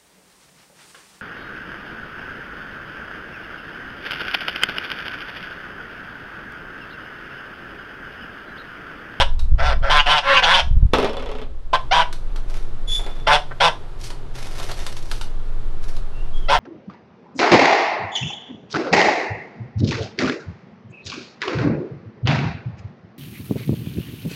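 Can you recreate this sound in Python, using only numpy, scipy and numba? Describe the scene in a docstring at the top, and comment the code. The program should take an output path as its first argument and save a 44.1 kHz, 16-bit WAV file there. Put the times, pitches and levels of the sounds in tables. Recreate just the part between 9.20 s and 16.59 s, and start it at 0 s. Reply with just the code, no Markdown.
"""At the door of a small wooden shed bedded with shavings, a goose honks harshly, ruffles its feathers
and steps about. Its voice is a source and filter: pulsing membranes excite resonances of throat and bill.
A plastic feed scoop clatters on a bin, ringing the modes of both, and a small bird peeps in thin whistles.
The boards reflect all these sounds. Wind buffets the microphone and a hand bumps it, over a faint drone."""
import sys
import numpy as np
from scipy import signal
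from scipy.fft import rfft, irfft, next_fast_len
from scipy.io import wavfile
from scipy.ndimage import uniform_filter1d
from numba import njit

SR = 44100
rng = np.random.default_rng(int(sys.argv[2]) if len(sys.argv) > 2 else 0)


def file_out(sig):
    """Save sig as 16-bit WAV at sys.argv[1]."""
    # one column per channel
    cols = np.atleast_2d(sig).T
    # limit, then scale
    lim = np.clip(cols, -1, 1)
    pcm = np.round(lim * 32767).astype(np.int16)
    wavfile.write(sys.argv[1], SR, pcm)


N = 325899
TIME = np.arange(N) / SR

# Honks, with the bill wide open. Each row: start, length and attack in seconds, level in dB, relative
# levels of the low, middle and top resonances in dB, pulses per second, share of pitch lost as the bill
# shuts, roughness from 0 to 1, first resonance in Hz, bill resonance in Hz.
HONKS = [(0, 0.024, 0.001, -15, 7, -4, 0.5, 145.3, .03, 0.27, 1045, 3370),
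         (.378, .155, 0.026, -23.5, 4, 1, -2.5, 152, .2, 0.26, 770, 3450),
         (.618, .076, 0.029, -25.5, 18, 0.5, -6.5, 140.4, .15, 0.26, 714, 3260),
         (.697, .108, 0.0013, -16, -6, -3, -3, 149, .04, .08, 1145, 3330),
         (.856, .135, .014, -17.5, -7, -2, -1.5, 152, .09, .09, 994, 3000),
         (1.018, .18, 0.097, -16.5, 4.5, -0.5, -6.5, 280, .14, .2, 1180, 2700),
         (1.222, 0.18, 0.0032, -17.5, -4, 0, 0.5, 178, .28, 0.22, 1010, 3370),
         (2.531, .024, 0.00067, -15.5, -3, -4.5, -4, 145, 0.029, 0.28, 1045, 3186),
         (2.713, .112, 0.0086, -18, -5, -4.5, -2.5, 170, .15, .17, 1007, 3185),
         (4.068, 0.097, 0.0068, -13.5, 4, -4.5, -3, 149.5, .02, .17, 946, 3406),
         (4.308, 0.015, 0.0037, -37, 3, -0.5, -14, 142, .03, 0.34, 702.4, 3200),
         (4.401, 0.083, 0.0072, -13.5, 3.5, -5.5, -2, 170, 0.18, 0.09, 1012, 3430),
         (7.286, 0.083, 0.014, -15, 7, -8, -6, 146, 0.044, .15, 940, 3350)]
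# Resonances of throat and bill at an average opening. Each row: centre in Hz, width in Hz, gain in dB.
THROAT_LOW = [(551, 78, -12.5)]
THROAT_MID = [(1457, 292, -1), (1727, 204, -0.5), (2050, 170, -5)]
THROAT_TOP = [(2530, 780, -1.5), (3420, 870, 3.5), (4520, 300, -2), (5500, 810, -6.5)]
# Cracks of the voice. Each row: time of the peak in seconds, pitch in Hz, level in dB.
SHRIEKS = [(0.802, 2870, -15), (1.175, 2670, -13), (1.243, 3310, -13), (1.348, 3060, -17)]
# Clear tones in the voice. Each row: start and length in seconds, first and last pitch in Hz,
# level in dB, gain of the overtones in dB.
CLEAR_TONES = [(1.071, .11, 520, 571.4, -36, 13.5), (2.532, 0.0092, 1070, 1026, -13.5, -20),
               (2.71, 0.023, 691, 797, -17.5, -3), (2.735, 0.07, 972, 968, -13, -24),
               (4.067, 0.01447, 660, 732, -27.5, 5.5), (4.403, 0.013, 680, 737, -26.5, 4.5),
               (7.283, .02, 645, 728, -25, 0), (7.326, 0.0298, 1001, 899, -20, -11.5)]
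# The scoop lands on the bin. Each row: time in seconds, relative level in dB.
KNOCKS = [(1.735, 1), (1.741, -6), (1.785, -6), (1.8, -10), (1.827, -9), (1.845, -6)]
# Modes of scoop and bin. Each row: frequency in Hz, relative level in dB, 60 dB decay time in seconds.
SCOOP_MODES = [(259.2, -9, 0.34), (425, 2.5, 0.11), (502, -1.5, 0.084), (546, -12.5, 0.86),
               (613, -11, 0.28), (1296, -2, 0.069), (2700, -15, 0.095), (3470, -8, 0.062),
               (5280, -16, 0.043)]
# Steps on shavings. Each row: time in seconds, relative level in dB, extra gain of the thud in dB.
STEPS = [(0.193, -23, -21), (2.927, -19, -21), (3.16, -24.5, -4), (3.793, -29.5, 8.5), (3.864, -28, 7),
         (4.903, -22, -5), (5.399, -19.5, -1.5), (5.493, -24.5, 5), (5.514, -16, -14), (5.665, -14, -9.5),
         (5.767, -21, -21), (5.914, -13, -13), (6.012, -17, -24), (6.766, -26.5, -13)]
# Bouts of rustling. 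Each row: start and length in seconds, relative levels of crackle and brush in dB.
RUSTLES = [(3.27, .13, -48, -41.5), (3.794, 0.17, -57, -45.5), (4.782, 0.085, -41.5, -61),
           (5.138, 0.4, -44, -42.5), (5.572, 0.08, -36.5, -34.5), (5.712, 0.3, -49, -63),
           (6.59, 0.13, -54, -56)]
# Spectra of the contact noises. Each row: frequency in Hz, relative level in dB.
CLACK_SPECTRUM = [(220, -6.5), (330, -10.5), (430, 2), (700, -3.5), (1000, -5), (1800, -15.5), (3200, -14),
                  (5000, -28), (12000, -57)]
SNAP_SPECTRUM = [(900, 10), (1500, 8.5), (2200, 4), (4000, 9.5), (7000, -2), (12000, -7.5)]
CRACKLE_SPECTRUM = [(1800, 1), (5500, 5.5), (7500, -3), (12000, -5)]
BRUSH_SPECTRUM = [(220, -3), (380, 3), (900, -1), (1600, -4.5), (2800, -12.5)]
# The bird's peeps. Each row: start and length in seconds, first and last pitch in Hz, final level in dB.
PEEPS = [(3.672, 0.09, 3422, 3485, -17), (6.08, .16, 3380, 3210, -60), (6.93, 0.086, 2670, 2780, -44.5),
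         (7.126, 0.061, 3260, 3324, -38.5), (7.196, 0.068, 3290, 3048, -44.5)]
# Reverberation of the shed. Each row: frequency in Hz, 60 dB decay time in seconds.
SHED_T60 = [(200, 0.37), (1500, 0.22), (11000, 0.28)]
# Gusts. Each row: time of the peak and half width in seconds, relative level in dB.
GUSTS = [(.08, 0.27, -24), (.52, 0.19, -20.5), (1.58, 0.1352, -18), (2.2, 0.76, -37), (5.6, 0.22, -48)]
# The hand bumps the microphone. Each row: time in seconds, level in dB, length in seconds.
BUMPS = [(0.322, -1.5, 0.011), (0.343, 3, 0.015), (1.513, -2.5, 0.0087), (1.571, 0.5, 0.011),
         (1.631, 2, 0.0083), (1.655, -0.5, 0.0087)]
# Spectra of slow sway, fast buffets and open air. Each row: frequency in Hz, relative density in dB.
SWAY_SPECTRUM = [(8, -6), (12, 2), (24, -4), (45, -36.5), (80, -54.5)]
BUFFET_SPECTRUM = [(35, -15), (58, 4.5), (90, -19), (150, -20.5), (250, -42), (500, -59)]
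AIR_SPECTRUM = [(70, 5.5), (95, -3), (120, 6.5), (165, -7.5), (280, -11), (365, -7), (550, -13.5),
                (1300, -17.5), (2300, -27.5), (3600, -28), (6000, -38), (12000, -45.5)]
# Level curves of the sway and of the open air. Each row: time in seconds, level in dB.
SWAY_LEVELS = [(0.0, -16.5), (0.08, -12.5), (0.88, -16.5), (0.97, -30.5), (1.63, -15.5), (1.77, -27),
               (3.48, -16.5), (4.55, -27.5), (6.77, -14), (6.93, -20.5), (7.18, -11.5), (7.39, -22)]
AIR_LEVELS = [(0, -46), (2.5, -46.5), (2.6, -41), (4, -39.5)]


def honks(release_s=.011, bill_lag_s=.012, width_hz=200, flutter_db=2, average_first_hz=913):
    """Source and filter: pulses ring in the throat; opening the bill lifts pitch, resonances and level."""
    age, length, attack, db, low_db, mid_db, top_db, per_s, bend, rough, first_hz, bill_hz = held(HONKS)
    shut = (2 * np.clip(age / (length + bill_lag_s), 0, 1) - 1) ** 2   # 1, 0, 1 over each honk
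    db = db - 3.5 * shut
    first_hz = first_hz * .69 ** shut
    bill_hz = bill_hz * .875 ** shut
    mid_db = mid_db - 1.5 + flutter_db * drift(60)
    top_db = top_db - 3 + flutter_db * drift(60)
    slaps, air = syrinx(per_s * (1 - bend * shut), rough)
    # close boards thicken each pulse
    voice = shed(slaps + air / 2, wet_db=3.5)
    hoarse = shed(slaps + air, wet_db=4.5)
    first = gliding(voice, [(first_hz, width_hz, 0)], 1) + from_db(low_db) * resonances(voice, THROAT_LOW)
    first = evened(cut(cut(first, 493, "high", order=8), 1090, "low", order=6))
    scale = (first_hz / average_first_hz) ** .24   # higher resonances partly follow the first
    middle = evened(cut(gliding(voice, THROAT_MID, scale), [1150, 2400], "band", order=3))
    upper = evened(cut(gliding(hoarse, THROAT_TOP, scale), [2100, 5800], "band", order=5))
    bill = moving_resonance(hoarse, 2 * np.pi * bill_hz / SR, np.exp(-np.pi * width_hz / SR))
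    bill = from_db(-1) * evened(cut(bill, [2100, 4800], "band"))
    # harder pulses have a sharper edge
    fizz = from_db(-19 + .41 * (db - np.max(db))) * evened(cut(hoarse, [5800, 9500], "band"))
    chest = from_db(-21) * evened(cut(voice, [125, 185], "band"))
    throat = first + chest + from_db(mid_db) * middle + from_db(top_db) * (upper + bill + fizz)
    return envelope(age, length, attack, release_s) * (from_db(db) * throat + shrieks(hoarse))


def syrinx(per_s, rough, jitter=.16, uneven_db=7, leak=.08, puff_s=.0025):
    """Valve action: membranes slap shut in uneven pulses, each releasing a puff of turbulent air."""
    cycles = np.cumsum(per_s * np.exp(jitter * rough * drift(150))) / SR
    slaps = np.diff(np.floor(cycles), prepend=-1) * from_db(uneven_db * rough * drift(300))
    puffs = signal.lfilter([1], [1, -np.exp(-1 / (puff_s * SR))], slaps)
    air = rms_one((puffs + leak * rough) * noise())
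    return rms_one(slaps), np.sqrt(np.abs(rough)) * air


def shrieks(hoarse, half_length_s=.012, width_hz=220):
    """Narrow-band resonance: for a moment one high peak takes over the voice."""
    out, treble = 0, cut(hoarse, [2100, 5800], "band")
    for s, hz, db in SHRIEKS:
        ringing = evened(resonances(treble, [(hz, width_hz, 0)]))
        out = out + from_db(db) * np.exp(-((TIME - s) / half_length_s) ** 2) * ringing
    return out


def clear_tones(waver=.00753, rolloff_db=-2.5):
    """Free oscillation: at times the membranes swing at a much higher pitch, giving a harmonic series."""
    out, wobble = 0, waver * drift(300)
    for s, length, start_hz, end_hz, db, overtone_db in CLEAR_TONES:
        phase = glide(TIME - s, length, start_hz, end_hz, wobble)
        gate = envelope(TIME - s, length, attack_s=.0046, release_s=.0083)
        overtones = sum(from_db(rolloff_db * (k - 1.5)) * np.sin(k * phase) for k in range(2, 9))
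        out = out + gate * from_db(db) * np.sqrt(2) * (np.sin(phase) + from_db(overtone_db) * overtones)
    return out


def scoop(ring_db=-17, scatter_db=4.84):
    """Impact excitation: each knock rings the damped modes of scoop and bin, with a clack and a crack."""
    s, db = np.transpose(KNOCKS + rattle())
    rings = 0
    for hz, mode_db, t60 in SCOOP_MODES:
        r, angle = from_db(-60 / (t60 * SR)), 2 * np.pi * hz / SR
        hits = strikes(s, db + mode_db + ring_db + rng.normal(0, scatter_db, len(s)))
        rings = rings + signal.lfilter([0, np.sin(angle)], [1, -2 * r * np.cos(angle), r * r], hits + 1e-18)
    clack = bursts(s, db - 11, CLACK_SPECTRUM, t60=.18)
    crack = bursts(s, db - 20, SNAP_SPECTRUM, t60=.016)
    return rings + clack + crack


def rattle(count=11, start_s=1.9, gap_s=.0315, jitter_s=.003, first_db=-17, loss_db=.57):
    """Damped rocking: the scoop knocks on the rim at an almost steady beat, weakening as it goes."""
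    bounce = np.arange(count)
    times = start_s + gap_s * bounce + jitter_s * rng.standard_normal(count)
    return list(zip(times, first_db - loss_db * bounce))


def steps():
    """Brittle fracture: dry shavings crack underfoot, over a soft thud."""
    s, db, thud_db = np.transpose(STEPS)
    snaps = bursts(s, db - 9, SNAP_SPECTRUM, t60=.047)
    thuds = bursts(s, db + thud_db - 10, BRUSH_SPECTRUM, t60=.13)
    return snaps + thuds


def rustle(grains_per_s=3000, clump_db=5):
    """Superposition: clumps of tiny contacts in feathers and shavings sum to crackle and dull brushing."""
    grains = noise() * (rng.random(N) < grains_per_s / SR)
    crackle = rms_one(colour(grains, CRACKLE_SPECTRUM))
    brush = rms_one(colour(grains, BRUSH_SPECTRUM))
    bouts = 0
    for s, length, crackle_db, brush_db in RUSTLES:
        contacts = from_db(crackle_db - 1) * crackle + from_db(brush_db - 2) * brush
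        bouts = bouts + envelope(TIME - s, length, attack_s=.05, release_s=.036) * contacts
    return from_db(clump_db * drift(70)) * bouts


def peeps(waver=.012, swell_db=8.5, hiss_db=-19, ring_db=-17.5):
    """Nonlinear oscillation: a small bird's thin, hoarse whistles have stronger harmonics when louder."""
    out, wobble = 0, waver * drift(900)
    hiss = from_db(hiss_db) * rms_one(colour(noise(), CRACKLE_SPECTRUM))
    loudest_db = max(row[-1] for row in PEEPS)
    for s, length, start_hz, end_hz, db in PEEPS:
        age = TIME - s
        phase = glide(age, length, start_hz, end_hz, wobble)
        overtones = from_db(-17) * np.sin(2 * phase) + from_db(-20) * np.sin(3 * phase)
        whistle = np.sin(phase) + from_db(.36 * (db - loudest_db)) * overtones
        gate = envelope(age, length, attack_s=.011, release_s=.008)
        # the pitch lingers faintly
        ring = from_db(ring_db) * envelope(age, length, attack_s=length, release_s=.16) * np.sin(phase)
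        swell = from_db(db + swell_db * (np.clip(age / length, 0, 1) - 1))
        out = out + swell * (gate * (whistle + hiss) + ring)
    return out


def shed(x, wet_db, first_echo_s=.0037):
    """Reverberation: dense reflections from the boards follow the direct sound and die band by band."""
    t, tail = TIME[:SR // 2], 0
    for low_hz in 100 * 2. ** np.arange(7):
        octave = cut(rng.standard_normal(len(t)), [low_hz, 2 * low_hz], "band")
        tail = tail + octave * from_db(-60 * t / at_hz(SHED_T60, low_hz * np.sqrt(2)))
    tail = tail * (t > first_echo_s)
    reflections = signal.fftconvolve(x, tail / np.sqrt(2 * np.sum(tail ** 2)))[:N]
    wet = from_db(wet_db)
    return (x + wet * reflections) / np.sqrt(1 + wet ** 2)


def wind():
    """Turbulence: pressure sways slowly at the microphone port, and faster buffets swell with each gust."""
    sway = evened(colour(noise(), SWAY_SPECTRUM), window_s=.091)
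    buffets = evened(colour(noise(), BUFFET_SPECTRUM), window_s=.24)
    gusts = sum(from_db(db - 1) * np.exp(-((TIME - s) / width) ** 2) for s, width, db in GUSTS)
    return gain_curve(SWAY_LEVELS) * sway + gusts * buffets


def bumps():
    """Pressure pulses: each bump of the hand is one smooth swell; the port passes no steady pressure."""
    pressure = sum(from_db(db) / (1 + (2 * (TIME - s) / length) ** 2) ** 2 for s, db, length in BUMPS)
    return cut(pressure, 10, "high", order=1)


def open_air():
    """Ambient noise: low peaks in a broad spectrum are heard as a faint drone."""
    return gain_curve(AIR_LEVELS) * rms_one(colour(noise(), AIR_SPECTRUM))


def resonances(x, modes):
    """Parallel resonances with alternating signs."""
    out = 0
    for k, (hz, width, db) in enumerate(modes):
        r = np.exp(-np.pi * width / SR)
        feedforward = np.array([1, 0, -1]) * (1 - r * r) / 2
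        feedback = [1, -2 * r * np.cos(2 * np.pi * hz / SR), r * r]
        out = out + (-1) ** k * from_db(db) * signal.lfilter(feedforward, feedback, x)
    return out


def gliding(x, modes, scale):
    """Parallel resonances with alternating signs, whose centres all move by one factor."""
    out = 0
    for k, (hz, width, db) in enumerate(modes):
        r = np.exp(-np.pi * width / SR)
        out = out + (-1) ** k * from_db(db) * (1 - r) * moving_resonance(x, 2 * np.pi * hz * scale / SR, r)
    return out


@njit
def moving_resonance(x, angle, r):
    """A two-pole resonator whose centre, in radians per sample, glides."""
    y = np.zeros(len(x))
    for i in range(2, len(x)):
        y[i] = x[i] - x[i - 2] + 2 * r * np.cos(angle[i]) * y[i - 1] - r * r * y[i - 2]
    return y


def strikes(times, db):
    """One impulse of the given level at each time."""
    out = np.zeros(N)
    out[np.clip((np.asarray(times) * SR).astype(int), 0, N - 1)] = from_db(db)
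    return out


def bursts(times, db, spectrum, t60):
    """Exponential decay: a puff of coloured noise at each time falls 60 dB in t60 seconds."""
    power = signal.lfilter([1], [1, -from_db(-60 / (t60 * SR)) ** 2], strikes(times, db) ** 2 + 1e-18)
    return np.sqrt(power) * rms_one(colour(noise(), spectrum))


def envelope(age, length, attack_s, release_s):
    """Linear attack, hold, exponential release."""
    return np.clip(age / attack_s, 0, 1) * np.exp(-np.maximum(age - length, 0) / release_s)


def glide(age, length, start_hz, end_hz, wobble):
    """Phase as the integral of a sliding frequency."""
    return 2 * np.pi * np.cumsum(np.interp(age, [0, length], [start_hz, end_hz]) * (1 + wobble)) / SR


def held(rows):
    """At every sample, the time since the latest event began, then that event's columns."""
    rows = np.array(rows)
    latest = np.maximum(np.searchsorted(rows[:, 0], TIME, "right") - 1, 0)
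    start, *columns = rows[latest].T
    return [TIME - start] + columns


def gain_curve(rows):
    """Gain at every sample, interpolated in decibels."""
    return from_db(np.interp(TIME, *np.transpose(rows)))


def at_hz(points, hz):
    """Interpolation on a log-frequency axis."""
    points = np.array(points)
    return np.interp(np.log(np.maximum(hz, 1)), np.log(points[:, 0]), points[:, 1])


def colour(x, spectrum):
    """Spectral shaping, falling away steeply past the ends of the spectrum."""
    size = next_fast_len(len(x))
    hz = np.arange(size // 2 + 1) * SR / size + 1
    skirts = np.minimum(hz / spectrum[0][0], 1) ** 3 * np.minimum(spectrum[-1][0] / hz, 1) ** 3
    return irfft(rfft(x, size) * from_db(at_hz(spectrum, hz)) * skirts, size)[:len(x)]


def cut(x, hz, kind, order=2):
    """Butterworth filter."""
    return signal.sosfilt(signal.butter(order, hz, kind, fs=SR, output="sos"), x)


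def noise():
    """White noise."""
    return rng.standard_normal(N)


def drift(per_s):
    """Random modulation of unit power, with per_s new values a second."""
    knots = rng.standard_normal(int(N / SR * per_s) + 2)
    return rms_one(np.interp(TIME * per_s, np.arange(len(knots)), knots))


def from_db(db):
    """Decibels to gain."""
    return 10 ** (np.asarray(db) / 20)


def rms_one(x):
    """Scale to unit power."""
    return x / np.sqrt(np.mean(x ** 2) + 1e-20)


def evened(x, window_s=.0074):
    """Unit power from moment to moment."""
    return x / np.sqrt(np.abs(uniform_filter1d(x * x, int(window_s * SR))) + 1e-12)


def scene():
    """Superposition: goose, bedding, bird and scoop echo in the shed; wind, bumps and air add directly."""
    goose = shed(honks() + clear_tones(), wet_db=-10.5)
    bedding = shed(steps() + rustle(), wet_db=-3)
    bird = shed(peeps(), wet_db=1)
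    clatter = shed(scoop(), wet_db=-7.5)
    return (goose + bedding + bird + clatter + wind() + bumps() + open_air())[None]


def record(dry, cutoff_hz=12100):
    """Clipping and band limiting: peaks flatten at full scale, then the top is cut."""
    return signal.sosfilt(signal.ellip(10, .2, 60, cutoff_hz, fs=SR, output="sos"), np.clip(dry, -1, 1))


dry = scene()
out = record(dry)
file_out(out)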